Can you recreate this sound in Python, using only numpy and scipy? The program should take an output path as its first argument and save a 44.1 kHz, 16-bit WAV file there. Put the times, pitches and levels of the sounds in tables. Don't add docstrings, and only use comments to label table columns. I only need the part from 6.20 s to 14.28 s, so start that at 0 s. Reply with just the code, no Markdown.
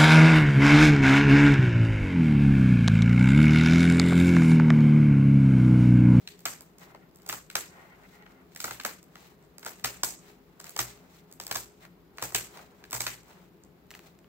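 import sys
import numpy as np
from scipy import signal
from scipy.fft import rfft, irfft
from scipy.io import wavfile
from scipy.ndimage import uniform_filter1d

SR = 44100
rng = np.random.default_rng(int(sys.argv[2]) if len(sys.argv) > 2 else 0)


def nominal_scale(level):
    x = np.asarray(level, float) / 20
    return 10 ** x


def bounce(signal):
    frames = np.transpose(np.atleast_2d(signal))
    limited = np.clip(frames, -1, 1)
    pcm = np.round(limited * 32767).astype(np.int16)
    wavfile.write(sys.argv[1], SR, pcm)


N = 356416

# pitch_hz, level_db (per Hz)
AIR_COLOUR = [(15, -38), (25, -34), (43, 1), (100, -8), (177, 2.5), (226, -6.5), (410, -2.5), (483, -8),
              (634, -11), (726, -13.5), (5130, -31.5), (7710, -53), (9330, -40.5), (15200, -26),
              (16500, -62)]
# pitch_hz, width_hz, level_db
HUM_MODES = [(176.6, 36, -64), (261, 7, -70.5), (340.8, 26, -70.5), (413.4, 6, -69), (73.5, 8, -76)]
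# pitch_hz, level_db, t60_s
TABLE_MODES = [(57.5, -2, 0.54), (122, 11.5, 0.36), (349, -6, 0.39)]
# start_s, peak_db
THUMPS = [(0.254, -48.5), (1.093, -49), (1.124, -51), (1.351, -49), (2.442, -48), (2.508, -49),
          (2.645, -61), (3.462, -57), (3.641, -40.5), (3.832, -47.5), (4.599, -37), (5.201, -54),
          (5.313, -45), (5.358, -41.5), (6.025, -41), (6.144, -39), (6.728, -50), (6.745, -40.5),
          (6.804, -44), (6.864, -43)]
# pitch_hz, level_db (per Hz)
RUB_COLOUR = [(300, -6), (700, 7), (1400, 3), (2500, -5.5), (4500, -24.5)]
# pitch_hz, level_db (per Hz)
HISS_COLOUR = [(1180, -22), (2000, -1), (3110, -5.5), (4160, -3.5), (4590, -7), (7650, -7), (9460, -17),
               (15100, -9), (16100, -3), (16500, -35)]
# peak_s, swell_s, rub_db, hiss_db
SLIDES = [(0.03, 0.42, -93, -68), (0.43, 0.12, -69, -80), (0.639, 0.049, -56.5, -55),
          (0.71, 0.049, -58.5, -67), (0.99, 0.035, -75, -82), (1.1, 0.086, -61, -64), (1.62, 0.2, -58, -70),
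          (1.82, 0.07, -63.5, -75), (1.94, 0.092, -62, -64.5), (2.11, 0.066, -64, -72),
          (2.2, 0.076, -61.5, -100), (2.499, 0.14, -55, -48), (2.99, 0.074, -64, -62),
          (3.07, 0.09, -61, -59), (3.24, 0.044, -74, -80), (3.44, 0.03, -59, -64), (3.78, 0.39, -66.5, -63),
          (4.09, 0.087, -62.5, -60), (4.47, 0.071, -60, -54), (4.66, 0.15, -59, -52.5),
          (4.83, 0.41, -71, -76), (4.961, 0.08, -71, -61.5), (5.31, 0.084, -55.5, -54.5),
          (5.64, 0.044, -58.5, -58), (6.031, 0.06, -53, -53), (6.389, 0.11, -53.5, -55.5),
          (6.6, 0.3, -66.5, -74.5), (7.121, 0.085, -58, -62), (7.22, 0.093, -68.5, -68.5),
          (7.76, 0.05, -60, -58), (7.869, 0.064, -61.5, -62)]
# pitch_hz, width_hz, level_db
DRAG_MODES = [(840, 50, 5), (1100, 64, -2), (1420, 110, 3), (1900, 63, 7), (2075, 33, 8.5),
              (2560, 110, -10)]
# peak_s, build_s, let_go_s, level_db
DRAGS = [(0.634, 0.054, 0.17, -59.5), (0.748, 0.0054, 0.023, -56), (0.822, .014, 0.069, -63),
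         (1.632, 0.17, 0.11, -56.5), (1.74, 0.042, 0.032, -53), (1.85, 0.024, 0.025, -54.5),
         (1.96, 0.06, 0.05, -60), (2.03, 0.06, 0.018, -57), (2.064, 0.0091, 0.024, -54),
         (2.21, 0.16, 0.021, -63), (5.656, 0.056, 0.0078, -57), (5.662, .005, 0.086, -70)]
# start_s, splinter_crack_db, mat_knock_db, blade_snap_db, free_slat_hz
CUTS = [(0.2535, -17, -29, -34.5, 1386), (0.2594, -48, -37, -30, 1345), (1.0942, -28.5, -37, -32, 1200),
        (1.125, -25, -34, -39, 1310), (1.3524, -15, -27, -27.5, 1240), (2.441, -22, -29.5, -36.5, 1315),
        (2.4785, -39.5, -35.5, -46, 1380), (2.508, -31, -35.5, -38, 1320),
        (2.6483, -21.5, -27.5, -29.5, 1260), (3.462, -28.5, -32.5, -38.5, 1390),
        (3.6433, -18, -26, -27, 1600), (3.8325, -12, -29, -32.5, 1016), (4.5627, -25.5, -35, -40, 570),
        (4.5891, -15, -28.5, -29.5, 1275), (5.3109, -21.5, -30, -30.5, 850), (5.3536, -22, -36, -37, 1650),
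        (5.3564, -20.5, -32.5, -35.5, 1100), (6.0229, -21, -29, -34.5, 835),
        (6.1455, -14, -27.5, -44, 2000), (6.148, -17, -31.5, -26.5, 2630), (6.7279, -22, -31, -35.5, 1540),
        (6.7476, -24, -35, -41, 950), (6.763, -30, -40, -42, 850), (6.804, -16.5, -32.5, -33, 940),
        (6.865, -21.5, -32.5, -28, 1640)]
# start_s, splinter_crack_db,
# mat_knock_db, blade_snap_db, slat_hz
BITES = [(0.0742, -34, -52.5, -37.5, 3940), (0.747, -52, -40, -54, 580), (1.077, -44, -55, -59, 555),
         (1.2994, -35, -50.5, -40.5, 2130), (2.36, -30.5, -49, -43.5, 1920),
         (2.4016, -24, -49, -38.5, 1420), (2.598, -33.5, -44.5, -36.5, 1560),
         (2.955, -45.5, -48, -46.5, 1340), (3.4288, -43, -49, -48.5, 1440),
         (3.4477, -32, -46.5, -57.5, 1800), (3.64, -25, -50, -36, 1220), (4.3992, -34.5, -45, -50, 1450),
         (4.442, -35, -52, -51, 1350), (5.199, -28.5, -39, -41, 830), (5.2661, -26.5, -47.5, -47, 1440),
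         (5.982, -40, -39.5, -42, 1640), (6.1214, -37, -41.5, -61, 1300), (6.3717, -41.5, -49, -48, 1130),
         (6.639, -44, -50, -46.5, 1650), (6.718, -39, -58, -48, 1380), (7.705, -41, -60, -46, 1990),
         (7.712, -40, -46, -48.5, 2050), (7.7386, -64, -64, -48, 2500), (7.7496, -42, -50, -45.5, 1900)]
# start_s,
# splinter_crack_db, body_db, slat_hz
TICKS = [(0.191, -45.5, -59, 560), (0.205, -49, -71, 743), (0.407, -37.5, -55, 549),
         (0.5832, -44.5, -63, 716), (0.911, -63, -75, 5000), (0.947, -57, -72, 900),
         (0.986, -54, -68, 3500), (0.999, -70, -62, 2200), (1.065, -41, -61, 1500),
         (1.0845, -42, -56.5, 1510), (1.0889, -24, -43, 1450), (2.3188, -58, -64, 1490),
         (2.425, -42, -52, 2500), (2.635, -37, -54, 1500), (3.4335, -45, -58, 1500),
         (3.4566, -40, -45, 1400), (4.396, -48, -62, 2000), (5.236, -39, -63, 1500), (5.346, -30, -46, 990),
         (6.0156, -41, -45.5, 1490), (6.7004, -49, -60, 1500), (7.0323, -54, -71, 1500),
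         (7.1125, -65, -59, 1500), (7.667, -64, -78, 4500), (0.9578, -47, -67, 970), (1.019, -51, -71, 501),
         (1.0621, -41, -52, 830), (1.8343, -60, -60, 1440), (2.0233, -61, -57, 2050),
         (2.063, -71, -52, 1870), (2.3484, -44, -60, 534), (2.828, -46, -63, 525), (3.2248, -59, -75, 7500),
         (3.249, -60, -73, 7100), (3.3815, -38, -52.5, 536), (3.5884, -56, -68, 501),
         (3.596, -47, -55, 1720), (4.4669, -40, -51.5, 1530), (4.4932, -35, -57, 880),
         (5.113, -48, -66, 501), (5.1245, -40.5, -62, 700), (5.6505, -51, -51, 1800),
         (5.9723, -45.5, -60, 494), (6.7084, -33, -53.5, 781), (7.0817, -54, -72, 692),
         (7.436, -48, -82, 7500), (7.774, -56, -62, 4000), (7.791, -49, -50.5, 3020),
         (7.9885, -53.5, -62.5, 7650), (8.0432, -77, -59, 970)]
# pitch_ratio, level_db
SLAT_OVERTONES = [(0.68, -6), (1.0, 1.5), (1.47, -4)]
# pitch_hz, level_db (per Hz)
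SNAP_COLOUR = [(120, -21), (200, -9.5), (500, -2.5), (700, 1.5), (1330, 2.5), (2300, 1.5), (3200, -1.5),
               (5200, 2), (7000, 1.5), (8200, 2), (9300, -12.5), (11000, -10), (14500, 1.5), (17000, -6.5)]
# pitch_hz, level_db
TAIL_COLOUR = [(300, 4), (1000, -0.5), (2200, 0.3), (3800, -2.5), (5400, -3), (7600, 1), (11000, 5),
               (15000, -1)]
# pitch_hz, t60_s
ROOM_T60 = [(200, 0.4), (600, 0.25), (1500, 0.29), (4000, 0.32), (8000, 0.31), (14000, 0.23)]
# pitch_hz, likeness (0 to 1)
LIKENESS = [(40, 0.45), (120, 0.87), (300, 0.84), (640, .5), (1400, 0.027), (16000, 0.037)]
# pitch_hz, left_minus_right_db
PORTS = [(60, 3), (400, 3), (1200, 0), (2300, 2), (4500, 3), (7500, -2.5), (12000, 2)]

BAND_EDGES_HZ = 200 * 2 ** np.arange(0, 6.6, .5)
STEP = 16
BREAK_LENGTH = 1600
ARM_UP_S = 7.6
LEFT_LAG = 5


def at_hz(points, hz):
    table_hz, value = np.array(points)[:, :2].T
    return np.interp(np.log(hz + 1e-9), np.log(table_hz), value)


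def rms_one(x):
    return x / np.sqrt(np.mean(x ** 2) + 1e-20)


def band(x, low, high):
    return signal.sosfilt(signal.butter(2, [low, high], "band", fs=SR, output="sos"), x)


def colour(x, spectrum, size=8192):
    cepstrum = irfft(np.log(nominal_scale(at_hz(spectrum, np.arange(size // 2 + 1) * SR / size))))
    cepstrum[1:size // 2] *= 2
    cepstrum[size // 2 + 1:] = 0
    kernel = irfft(np.exp(rfft(cepstrum)))
    return signal.fftconvolve(np.atleast_2d(x), kernel[None], axes=1)[:, :N]


def wander(rate):
    knots = rng.standard_normal(13000)
    return np.interp(np.arange(N) / SR * rate, np.arange(len(knots)), knots)


def spread_stereo(mid, side, alike):
    alike = np.clip(alike, 0, 1)
    return np.sqrt(1 + alike) * mid + np.sqrt(1 - alike) * side * [[1], [-1]]


def diffuse(spectrum):
    mid, side = rfft(rng.standard_normal((2, N)))
    alike = at_hz(LIKENESS, np.arange(len(mid)) * SR / N)
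    return rms_one(colour(irfft(spread_stereo(mid, side, alike), N), spectrum))


def resonate(x, hz, width_hz):
    r = np.exp(-np.pi * width_hz / SR)
    feedback = [1, -2 * r * np.cos(2 * np.pi * hz / SR), r * r]
    return signal.lfilter([(1 - r * r) / 2, 0, (r * r - 1) / 2], feedback, x)


def strikes(rows, level_db, size=1):
    out = np.zeros(N // size + 1)
    np.add.at(out, (np.array(rows)[:, 0] * SR / size).astype(int), nominal_scale(level_db))
    return out


def air():
    white = rng.standard_normal(N) + 0.075 * rng.standard_normal((2, N))
    hum = 0
    for hz, width_hz, level_db in HUM_MODES:
        ringing = resonate(resonate(white, hz, width_hz), hz, width_hz)
        hum = hum + nominal_scale(level_db) * rms_one(ringing)
    return nominal_scale(-59) * diffuse(AIR_COLOUR) + hum


def table():
    clicks = strikes(THUMPS, np.array(THUMPS)[:, 1] - 8)[:N]
    push = signal.lfilter([.01], [1, -.99], clicks + 1e-18)
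    out = 0
    for hz, level_db, t60 in TABLE_MODES:
        r, w = nominal_scale(-60 / (t60 * SR)), 2 * np.pi * hz / SR
        out = out + signal.lfilter([0, nominal_scale(level_db) * np.sin(w)], [1, -2 * r * np.cos(w), r * r], push)
    return out


def rustle():
    peak_s, swell_s, rub_db, hiss_db = np.transpose(SLIDES)[:, :, None]
    t = np.arange(N // STEP + 1) * STEP / SR
    away = np.maximum(peak_s - t, (t - peak_s) / 0.79) / swell_s
    below_db = -18 * away ** 1.6

    def slide_gain(level_db, rest_db):
        return (nominal_scale(level_db + below_db).sum(axis=0) + nominal_scale(rest_db)).repeat(STEP)[:N]

    rub = diffuse(RUB_COLOUR) * slide_gain(rub_db, -70.5)
    rub = rub * nominal_scale(2.0 * wander(40) + 1.5 * wander(250))
    hiss = diffuse(HISS_COLOUR) * slide_gain(hiss_db, -76)
    hiss = hiss * nominal_scale(2.2 * wander(84) + 1.86 * wander(650))
    return rub + hiss


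def drag():
    t = np.arange(N) / SR
    gain = 0
    for s, build_s, go_s, level_db in DRAGS:
        gain = gain + np.interp(t, [s - build_s, s, s + go_s], [0, nominal_scale(level_db), 0])
    grains = band(rng.standard_normal((2, N)), 500, 2800) * nominal_scale(3.0 * wander(140))
    ringing = sum(nominal_scale(db) * resonate(grains, hz, width_hz) for hz, width_hz, db in DRAG_MODES)
    return nominal_scale(1.0) * gain * rms_one(ringing)


def breaks():
    cuts, bites = np.array(CUTS), np.array(BITES)
    s, crack_db, body_db, hz = np.transpose(TICKS)
    cut_fizz_db = 0.53 * cuts[:, 1] + 0.47 * cuts[:, 2] - 9.5
    bite_fizz_db = bites[:, 1] - 15
    tick_fizz_db = crack_db - 10 - 9 * (hz > 5000)
    ticks = np.column_stack([s, crack_db, body_db + 0.5, body_db - 1.5, hz, tick_fizz_db])
    rows = np.vstack([np.column_stack([cuts, cut_fizz_db]), np.column_stack([bites, bite_fizz_db]), ticks])
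    return rows[np.argsort(rows[:, 0])]


def band_levels(rows, hz):
    _, crack_db, knock_db, snap_db, slat_hz, fizz_db = rows.T
    centres = np.log([800, 2800, 6500, 12500])
    knock, snap, crack, fizz = [np.interp(np.log(hz), centres, unit) for unit in np.eye(4)]
    hump_db = 2.56 * np.exp(-(np.log2(hz / slat_hz) / 0.17) ** 2)
    body = knock * (knock_db + 11.5) + snap * (snap_db + 12.0)
    return body + crack * (crack_db - 0.5) + fizz * (fizz_db + 14.5) + hump_db


def splintering(rows):
    t = np.arange(BREAK_LENGTH) / SR
    roughness_db = 2.43 * rng.standard_normal((len(rows), 1, 40)).repeat(40, axis=2)
    splinters = rng.standard_normal((len(rows), 2, len(t))) * nominal_scale(roughness_db)
    tearing_s = np.interp(np.maximum(rows[:, 2:3], rows[:, 3:4]), [-50, -30], [.0013, .0027])
    let_go = (tearing_s[:, 0] * 0.7 * SR).astype(int)
    splinters[np.arange(len(rows)), :, let_go] = np.where(rows[:, :1] > ARM_UP_S, 60, 26)
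    bursts = 0
    for k, (low, high) in enumerate(zip(BAND_EDGES_HZ, BAND_EDGES_HZ[1:])):
        hz = np.sqrt(low * high)
        rise = 1 - np.exp(-t / .0006)
        fall = np.exp(-.5 * (t / (1.7 * tearing_s + 0.33 / hz)) ** 2)
        burst = band(rise * fall * splinters[:, k % 2], low, high)
        burst /= np.sqrt(np.sum(burst ** 2, axis=1, keepdims=True) / (high - low))
        bursts = bursts + nominal_scale(band_levels(rows, hz) - 18.5)[:, None] * burst
    return bursts


def free_slat(rows):
    t = np.arange(BREAK_LENGTH) / SR
    partials = sum(nominal_scale(db) * np.sin(2 * np.pi * ratio * rows[:, 4:5] * t) for ratio, db in SLAT_OVERTONES)
    level_db = np.maximum(rows[:, 2:3], rows[:, 3:4]) + 3.0 - 12 * (rows[:, :1] > ARM_UP_S)
    return nominal_scale(level_db) * partials * (1 - np.exp(-t / 0.00083)) * nominal_scale(-60 * t / 0.017)


def room_tail(rows):
    white = rng.standard_normal((2, 2, N))
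    spread_db = np.interp(np.maximum(rows[:, 2], rows[:, 3]), [-48, -32], [-6.0, 0.1])
    spread_db = spread_db - 2 * (rows[:, 0] > ARM_UP_S)
    build = np.exp(-STEP / (.004 * SR))
    tail = 0
    for k, (low, high) in enumerate(zip(BAND_EDGES_HZ, BAND_EDGES_HZ[1:])):
        hz = np.sqrt(low * high)
        level_db = band_levels(rows, hz) + spread_db + at_hz(TAIL_COLOUR, hz)
        power = strikes(rows + .008, level_db, size=STEP) ** 2 + 1e-18
        keep = nominal_scale(-120 * STEP / (at_hz(ROOM_T60, hz) * SR))
        fading = signal.lfilter([1], [1, -keep], power)
        energy = signal.lfilter([1 - build], [1, -build], fading)
        patches = nominal_scale(2.0 * rng.standard_normal(len(energy) // 48 + 1).repeat(48)[:len(energy)])
        gain = (np.sqrt(energy) * uniform_filter1d(patches, size=48)).repeat(STEP)[:N]
        mid, side = band(white[k % 2], low, high)
        tail = tail + gain * spread_stereo(mid, side, at_hz(LIKENESS, hz))
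    flutter = nominal_scale(2.03 * wander(400) + 1.16 * wander(70))
    return flutter * tail


def at_ports(direct):
    left = .5 * (np.roll(direct, LEFT_LAG) + np.roll(direct, LEFT_LAG - 1))
    left = left + 0.21 * np.roll(direct, 3 * LEFT_LAG)
    arm_up = int(ARM_UP_S * SR)
    left[arm_up:] = np.roll(direct, 1)[arm_up:]
    return np.array([left, direct])[:, :N]


def near_wall(direct):
    wall = np.array([np.roll(direct, round(s * SR)) for s in (.0116, .0121)])[:, :N]
    return wall * np.where(np.arange(N) < ARM_UP_S * SR, 1, .3)


def snaps():
    rows = breaks()
    direct = np.zeros(N + BREAK_LENGTH)
    at = (rows[:, :1] * SR).astype(int) + np.arange(BREAK_LENGTH)
    np.add.at(direct, at, splintering(rows) + free_slat(rows))
    echoes = nominal_scale(-9.5) * near_wall(direct) + nominal_scale(-16) * room_tail(rows)
    return colour(at_ports(direct) + echoes, SNAP_COLOUR)


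def scene():
    return air() + table() + rustle() + drag() + snaps()


def band_limit(x):
    return signal.sosfilt(signal.butter(12, 16980, fs=SR, output="sos"), x)


def record(dry):
    ports = []
    for k, side in enumerate([1, -1]):
        tilt = [(hz, side * db / 2) for hz, db in PORTS]
        ports.append(colour(dry[k], tilt)[0])
    ports = signal.sosfilt(signal.butter(4, 44, "high", fs=SR, output="sos"), np.array(ports))
    mix = signal.sosfilt(signal.ellip(8, .5, 40, 15750, fs=SR, output="sos"), ports)
    return band_limit(mix)


dry = scene()
out = record(dry)
bounce(out)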